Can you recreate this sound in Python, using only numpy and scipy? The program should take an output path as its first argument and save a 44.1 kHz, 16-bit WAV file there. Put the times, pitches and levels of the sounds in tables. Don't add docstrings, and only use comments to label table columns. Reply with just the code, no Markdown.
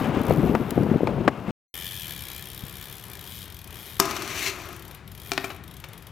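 import sys
import numpy as np
from scipy import signal
from scipy.fft import rfft, irfft, next_fast_len
from scipy.io import wavfile
from scipy.ndimage import map_coordinates

SR = 44100
rng = np.random.default_rng(int(sys.argv[2]) if len(sys.argv) > 2 else 0)


def wrap_up_sound(samples):
    columns = np.atleast_2d(samples).T
    tamed = np.clip(columns, -1, 1)
    steps = np.round(tamed * 32767).astype(np.int16)
    wavfile.write(sys.argv[1], SR, steps)


N = 269451
FIRST_RUN_END_S, SECOND_RUN_S, STRIKE_S = 1.509, 1.741, 3.9992
# (frequency [Hz], relative level [dB], t60 [s])
FRAME_MODES = [(277, -2.5, 0.056), (384.6, -5, 0.19), (686.5, 1, 0.061), (1068, -11, 0.055),
               (1340, -2, 0.031), (2370, 6, 0.025)]


def amp(db):
    return 10 ** (np.asarray(db) / 20)


def unit(x):
    return x / np.sqrt(np.mean(x ** 2) + 1e-20)


def along(points, hz):
    f, v = np.transpose(points)
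    return np.interp(np.log(hz + 1), np.log(f + 1), v)


def curves(rows):
    s, *cols = np.transpose(rows)
    return [np.interp(np.arange(N) / SR, s, c) for c in cols]


def during(start, end=np.inf):
    t = np.arange(N) / SR
    return (t >= start) & (t < end)


def since(s):
    return np.maximum(np.arange(N) / SR - s, 0)


def wobble(rate):
    return map_coordinates(rng.standard_normal(N // 8), [np.arange(N) * rate / SR], mode="wrap")


def add(track, s, sound):
    part = track[max(round(s * SR), 0):][:len(sound)]
    part += sound[:len(part)]


def burst(t60, size=8192):
    decay = rng.standard_normal(size) * amp(-60 * np.arange(size) / SR / t60)
    return decay / np.linalg.norm(decay)


def coloured(x, spectrum, size=4096):
    cepstrum = irfft(np.log(amp(along(spectrum, np.fft.rfftfreq(size, 1 / SR)))))
    cepstrum[1:size // 2] *= 2
    cepstrum[size // 2 + 1:] = 0
    response = irfft(np.exp(rfft(cepstrum)))
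    return signal.fftconvolve(x, response / np.linalg.norm(response))[:len(x)]


def noise(spectrum):
    return unit(coloured(rng.standard_normal(N), spectrum))


def ring(modes, vary_db):
    t = np.arange(SR) / SR
    tone = np.zeros(SR)
    for hz, db, t60 in modes:
        envelope = amp(db + vary_db * rng.normal() - 60 * t / t60)
        tone += envelope * np.sin(2 * np.pi * (hz * t + rng.random()))
    return tone / np.linalg.norm(tone)


def pawls(times, gains, spread_s, t60, snap):
    # (frequency [Hz], relative level [dB])
    shell_spectrum = [(1000, -36.5), (1600, -12), (2400, -3), (2750, -5), (3100, 3.5), (3700, 1.5),
                      (4600, -5), (8000, -8), (10000, -4), (12000, 2.5), (14700, -1), (16500, -19)]
    # (frequency [Hz], relative level [dB])
    near_spectrum = [(2700, -35), (3080, 0), (3700, -2), (4300, -35)]
    drops = np.zeros(N)
    for s, gain in zip(times, gains):
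        for lag in np.linspace(0, spread_s, num=3):
            click = burst(t60, size=1024)
            click[0] += snap * rng.normal()
            add(drops, s + lag * rng.uniform(.7, 1.3), gain * amp(1.5 * rng.normal()) * click)
    nearness = np.exp(-since(SECOND_RUN_S) / .35) * during(SECOND_RUN_S)
    near_ring = amp(-5) * nearness * coloured(drops, near_spectrum)
    return coloured(drops, shell_spectrum) + amp(-13.5) * hub_ring(drops) + near_ring


def hub_ring(drops, detune=.025):
    # (frequency [Hz], relative level [dB], t60 [s])
    hub_modes = [(1734, -0.5, 0.036), (2457, -1, 0.043), (3315, -1, 0.016)]
    tunings = (1 - detune, 1, 1 + detune)
    shares = amp(6 * np.array([wobble(7) for _ in tunings]))
    shares /= np.linalg.norm(shares, axis=0)
    out = np.zeros(N)
    for tuning, share in zip(tunings, shares):
        modes = [(hz * tuning, db, t60) for hz, db, t60 in hub_modes]
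        out += signal.fftconvolve(drops * share, ring(modes, vary_db=2))[:N]
    return out


def teeth(start, end, rate):
    passed = np.cumsum(rate * during(start, end)) / SR
    return np.flatnonzero(np.diff(np.ceil(passed), prepend=0))


def coasting():
    # (time [s], tooth rate [1/s], click level [dB])
    coasting_runs = [
        [(0, 103, -27), (.12, 43, -35.5), (.19, 45, -27.5), (.28, 67, -22.5), (.35, 84, -28.5),
         (.62, 110, -36.5), (.76, 91, -35), (1.15, 81, -44), (1.5, 79, -44.5)],
        [(1.741, 85.6, -17.5), (1.95, 94, -20.5), (2.12, 73, -18), (2.26, 63, -20.5), (3.04, 72, -25.5),
         (3.16, 48.6, -22)],
    ]
    times, levels = [], []
    for run in coasting_runs:
        rate, click_db = curves(run)
        at = teeth(run[0][0], run[-1][0], rate)
        times.extend(at / SR)
        levels.extend(click_db[at] + 1.3 * rng.standard_normal(len(at)))
    return pawls(times, amp(levels), spread_s=.0024, t60=0.014, snap=0.43)


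def spurts(idle_teeth_per_s=22):
    # (start [s], end [s], peak time [s], peak tooth rate [1/s], width [s], click level [dB])
    hub_surges = [(3.170, 3.45, 3.345, 120, .138, -24), (3.455, 3.69, 3.527, 46.5, .135, -24.5),
                  (3.706, 3.99, 3.857, 147, .114, -25.5), (4.1, 4.66, 4.38, 97, .15, -31.5),
                  (4.687, 4.96, 4.835, 36.1, .099, -25.5), (5.077, 5.32, 5.362, 123, .1435, -26.5),
                  (5.33, 5.58, 5.38, 105, .2, -31), (5.637, 6.11, 5.738, 36.6, .059, -27)]
    t = np.arange(N) / SR
    times, levels = [], []
    for start, end, peak_s, peak_rate, width, db in hub_surges:
        surge = np.exp(-((t - peak_s) / width) ** 2)
        at = teeth(start, end, idle_teeth_per_s + (peak_rate - idle_teeth_per_s) * surge)
        times.extend(at / SR)
        levels.extend(db + 1.1 * rng.standard_normal(len(at)))
    return pawls(times, amp(levels), spread_s=.002, t60=0.021, snap=0.26)


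def rail_ring(t60, vary_db):
    # (frequency [Hz], relative level [dB])
    rail_modes = [(305, -5.5), (388, 4), (673, 2), (818, -10.5), (1023, -1), (1157, -17), (1254, 0.5),
                  (1663, -5.5), (1841, -14), (2090, -10), (2320, -12.5), (2700, -6.5), (3050, -11),
                  (4145, -10), (4765, -16), (5495, -11), (6075, -10.5), (6900, -8.5)]
    return ring([(hz, db, t60 * (hz / 1000) ** -.3) for hz, db in rail_modes], vary_db)


def strike(round_trip_s=.0555):
    # (frequency [Hz], relative level [dB])
    crack_spectrum = [(70, -12), (200, 7.5), (700, -0.5), (1050, 11), (1600, 1.5), (2500, -2), (4000, 0.5),
                      (5900, 2.5), (8000, -5.5), (13000, -4), (16500, -20.5)]
    blows = np.zeros(N)
    add(blows, STRIKE_S - .005, amp(-7.5) * burst(t60=.05))
    add(blows, STRIKE_S, amp(14.6) * burst(t60=0.015) + amp(4.5) * burst(t60=0.037))
    for trip in range(1, 6):
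        add(blows, STRIKE_S + trip * round_trip_s, amp(-4 - trip) * burst(t60=.03))
    out = coloured(blows, crack_spectrum)
    add(out, STRIKE_S, amp(6) * rail_ring(t60=0.47, vary_db=2))
    return out


def friction(rough_db):
    return unit(rng.standard_normal(N) * amp(rough_db * wobble(700))) * (since(STRIKE_S) > 0)


def grind():
    # (frequency [Hz], relative level [dB])
    drone_spectrum = [(120, -26.5), (220, -4), (370, 7), (500, -12), (680, -1.5), (860, -8.5), (1150, 0),
                      (2000, -9), (4000, -44.5)]
    # (frequency [Hz], relative level [dB])
    scrape_spectrum = [(800, -25), (1500, -11), (2350, 0.5), (3200, -7), (4400, -7.5), (5100, -14),
                       (5900, -7), (9000, -17.5), (14500, -15.5), (16500, -34.5)]
    # (time [s], boost of the drive [dB], width [s])
    peg_bites = [(4.167, 5, .012), (4.47, 6, 0.011)]
    drive_spectrum = [(400, -5.5), (1200, 1.5), (4500, 15.5), (12000, 1)]
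    press_s, hop_s, still_s = 4.28, 4.492, 4.7
    age = since(STRIKE_S)
    dying_db = 65 * since(still_s)
    impact_db = 2.5 * np.exp(-age / 0.097)
    drone_db = -37 + impact_db - 10 * age - dying_db
    press_db = 8 * np.minimum(since(press_s) / 0.15, 1)
    release_db = 10.5 * np.minimum(since(hop_s) / 0.026, 1) + 30 * since(hop_s)
    bite_db = sum(db * np.exp(-((STRIKE_S + age - s) / width) ** 2) for s, db, width in peg_bites)
    scrape_db = -39 + press_db - release_db - dying_db + 1.3 * wobble(60)
    drone = amp(drone_db) * coloured(friction(rough_db=2), drone_spectrum)
    scrape = amp(scrape_db + 0.29 * bite_db) * coloured(friction(rough_db=1.5), scrape_spectrum)
    drive = coloured(amp(scrape_db + bite_db - 4) * friction(rough_db=5.5), drive_spectrum)
    screech = signal.fftconvolve(drive, rail_ring(t60=0.16, vary_db=1))[:N]
    return drone + scrape + screech


def cushioned(blow, cutoff_hz):
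    roll_off = [(cutoff_hz, 0), (2 * cutoff_hz, -8), (4 * cutoff_hz, -26), (16 * cutoff_hz, -48)]
    return coloured(blow, [(50, -25), (280, 0)] + roll_off)


def landing():
    # (time [s], push level [dB], cutoff [Hz], ring level [dB])
    wheel_slams = [(5.3185, 1.5, 4280, 0), (5.3779, 2.5, 2610, -4.5), (5.3806, 1.5, 1940, -2.5),
                   (5.443, -18, 800, -1.5)]
    out = np.zeros(N)
    for s, db, cutoff_hz, ring_db in wheel_slams:
        blow = amp(-9.5) * burst(t60=0.025)
        blow[0] -= 1
        add(out, s, amp(db) * cushioned(blow, cutoff_hz))
        add(out, s, amp(ring_db) * ring(FRAME_MODES, vary_db=2.5))
    return out


def rattles():
    # (time [s], level [dB], cutoff [Hz], t60 [s])
    bike_jolts = [(0.5509, 8, 770, 0.029), (0.7073, -6.5, 9000, .008), (.8335, -24, 14000, .008),
                  (1.072, 6, 768, 0.033), (1.278, 13, 734, .027), (1.2809, 11, 923, 0.029),
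                  (5.3341, -8.5, 5000, 0.018), (5.443, -10, 7050, .06), (5.502, -7.5, 2220, 0.065),
                  (5.84, -12.5, 2900, .048)]
    out = np.zeros(N)
    for s, db, cutoff_hz, t60 in bike_jolts:
        add(out, s, amp(db) * cushioned(burst(t60), cutoff_hz))
        add(out, s, amp(db - 19) * ring(FRAME_MODES, vary_db=6))
    return out


def wind(attack_s=0.014, release_s=0.032):
    # (frequency [Hz], relative level [dB])
    buffet_spectrum = [(20, -28), (70, -5), (140, 0), (230, 0), (420, -5), (780, -17.5), (1500, -31.5),
                       (3000, -46.5), (7000, -71.5)]
    # (frequency [Hz], relative level [dB])
    rush_spectrum = [(150, -7.5), (400, 6.5), (750, 12), (1250, 8.5), (1800, 1), (2700, -1), (4500, -14),
                     (9000, -24.5), (15000, -30)]
    # (start [s], end [s], buffet level [dB], rush level [dB])
    gust_spans = [(-.03, 0.29, -27.5, -39), (0.276, 0.555, -21.5, -51), (.75, 0.95, -22, -45),
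                  (1.004, 1.28, -27.5, -58), (1.458, 1.509, -31, -39.5)]
    t = np.arange(N) / SR
    buffet_gain, rush_gain = amp(-28 - 5 * t), amp(-34 - 6 * t)
    for start, end, buffet_db, rush_db in gust_spans:
        gust = np.minimum(since(start) / attack_s, 1) * np.exp(-since(end) / release_s)
        buffet_gain = np.hypot(buffet_gain, amp(buffet_db) * gust)
        rush_gain = np.hypot(rush_gain, amp(rush_db) * gust)
    buffet = unit(coloured(rng.standard_normal(N) * amp(3.2 * wobble(90)), buffet_spectrum))
    rush = amp(1.7 * wobble(40)) * noise(rush_spectrum)
    return (buffet_gain * buffet + rush_gain * rush) * during(0, FIRST_RUN_END_S)


def eddies():
    # (time [s], level [dB], spectral peak [Hz])
    eddy_pops = [(.309, -2.5, 505), (.324, -12, 237), (.498, -8.5, 225), (.779, -5, 400), (0.917, -7, 220),
                 (.961, -6, 265), (1.008, -12, 480), (1.034, -5.5, 355), (1.485, -14.5, 173),
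                 (2.639, -25.5, 138.9)]
    out = np.zeros(N)
    lag = np.arange(-SR // 50, SR // 50) / SR
    for s, db, hz in eddy_pops:
        u = (np.pi * hz * lag) ** 2
        add(out, s + lag[0], amp(db) * (2 * u - 1) * np.exp(-u))
    return out


def pavement():
    # (frequency [Hz], relative level [dB])
    rumble_spectrum = [(22, -21.5), (53, -4.5), (78, 1.5), (125, -1.5), (175, -4.5), (240, -14.5),
                       (500, -31.5), (1200, -63.5)]
    # (frequency [Hz], relative level [dB])
    tyre_spectrum = [(150, -16.5), (290, 0.5), (370, 4), (520, -3), (1050, -1.5), (2200, -6), (4000, -16.5),
                     (15000, -33)]
    rumble = amp(-46 + 0.82 * wobble(21)) * noise(rumble_spectrum)
    tyres = amp(-49.5 - .7 * since(SECOND_RUN_S) + 1.5 * wobble(13)) * noise(tyre_spectrum)
    return (rumble + tyres) * during(SECOND_RUN_S)


def yard(x):
    # (frequency [Hz], t60 [s])
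    decay_times = [(200, 0.95), (1500, 0.74), (5000, 0.42), (14000, 0.11)]
    hz, t, bands = signal.stft(rng.standard_normal(SR), SR, nperseg=256)
    decay = amp(-60 * t / along(decay_times, hz)[:, None])
    _, tail = signal.istft(bands * decay, SR, nperseg=256)
    return signal.fftconvolve(x, tail / np.linalg.norm(tail))[:N]


def scene():
    hub = coasting() + spurts()
    jolts = rattles() + landing()
    rail = strike() + grind()
    to_walls = amp(-4.5) * hub + amp(-12) * jolts + amp(-13.5) * rail
    echo = yard(to_walls * during(SECOND_RUN_S))
    mono = hub + jolts + rail + echo + wind() + eddies() + pavement()
    return mono * amp([[3.0], [-4.7]])


def record(dry):
    ceiling = 0.74 * np.std(dry, axis=1, keepdims=True) / np.std(dry[0])
    clipped = dry / (1 + np.abs(dry / ceiling) ** 6) ** (1 / 6)
    gated = clipped * ~during(FIRST_RUN_END_S, SECOND_RUN_S)
    size = next_fast_len(N + 8192)
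    passband = np.fft.rfftfreq(size, 1 / SR) < 16800
    return irfft(rfft(gated, size) * passband, size)[:, :N]


dry = scene()
out = record(dry)
wrap_up_sound(out)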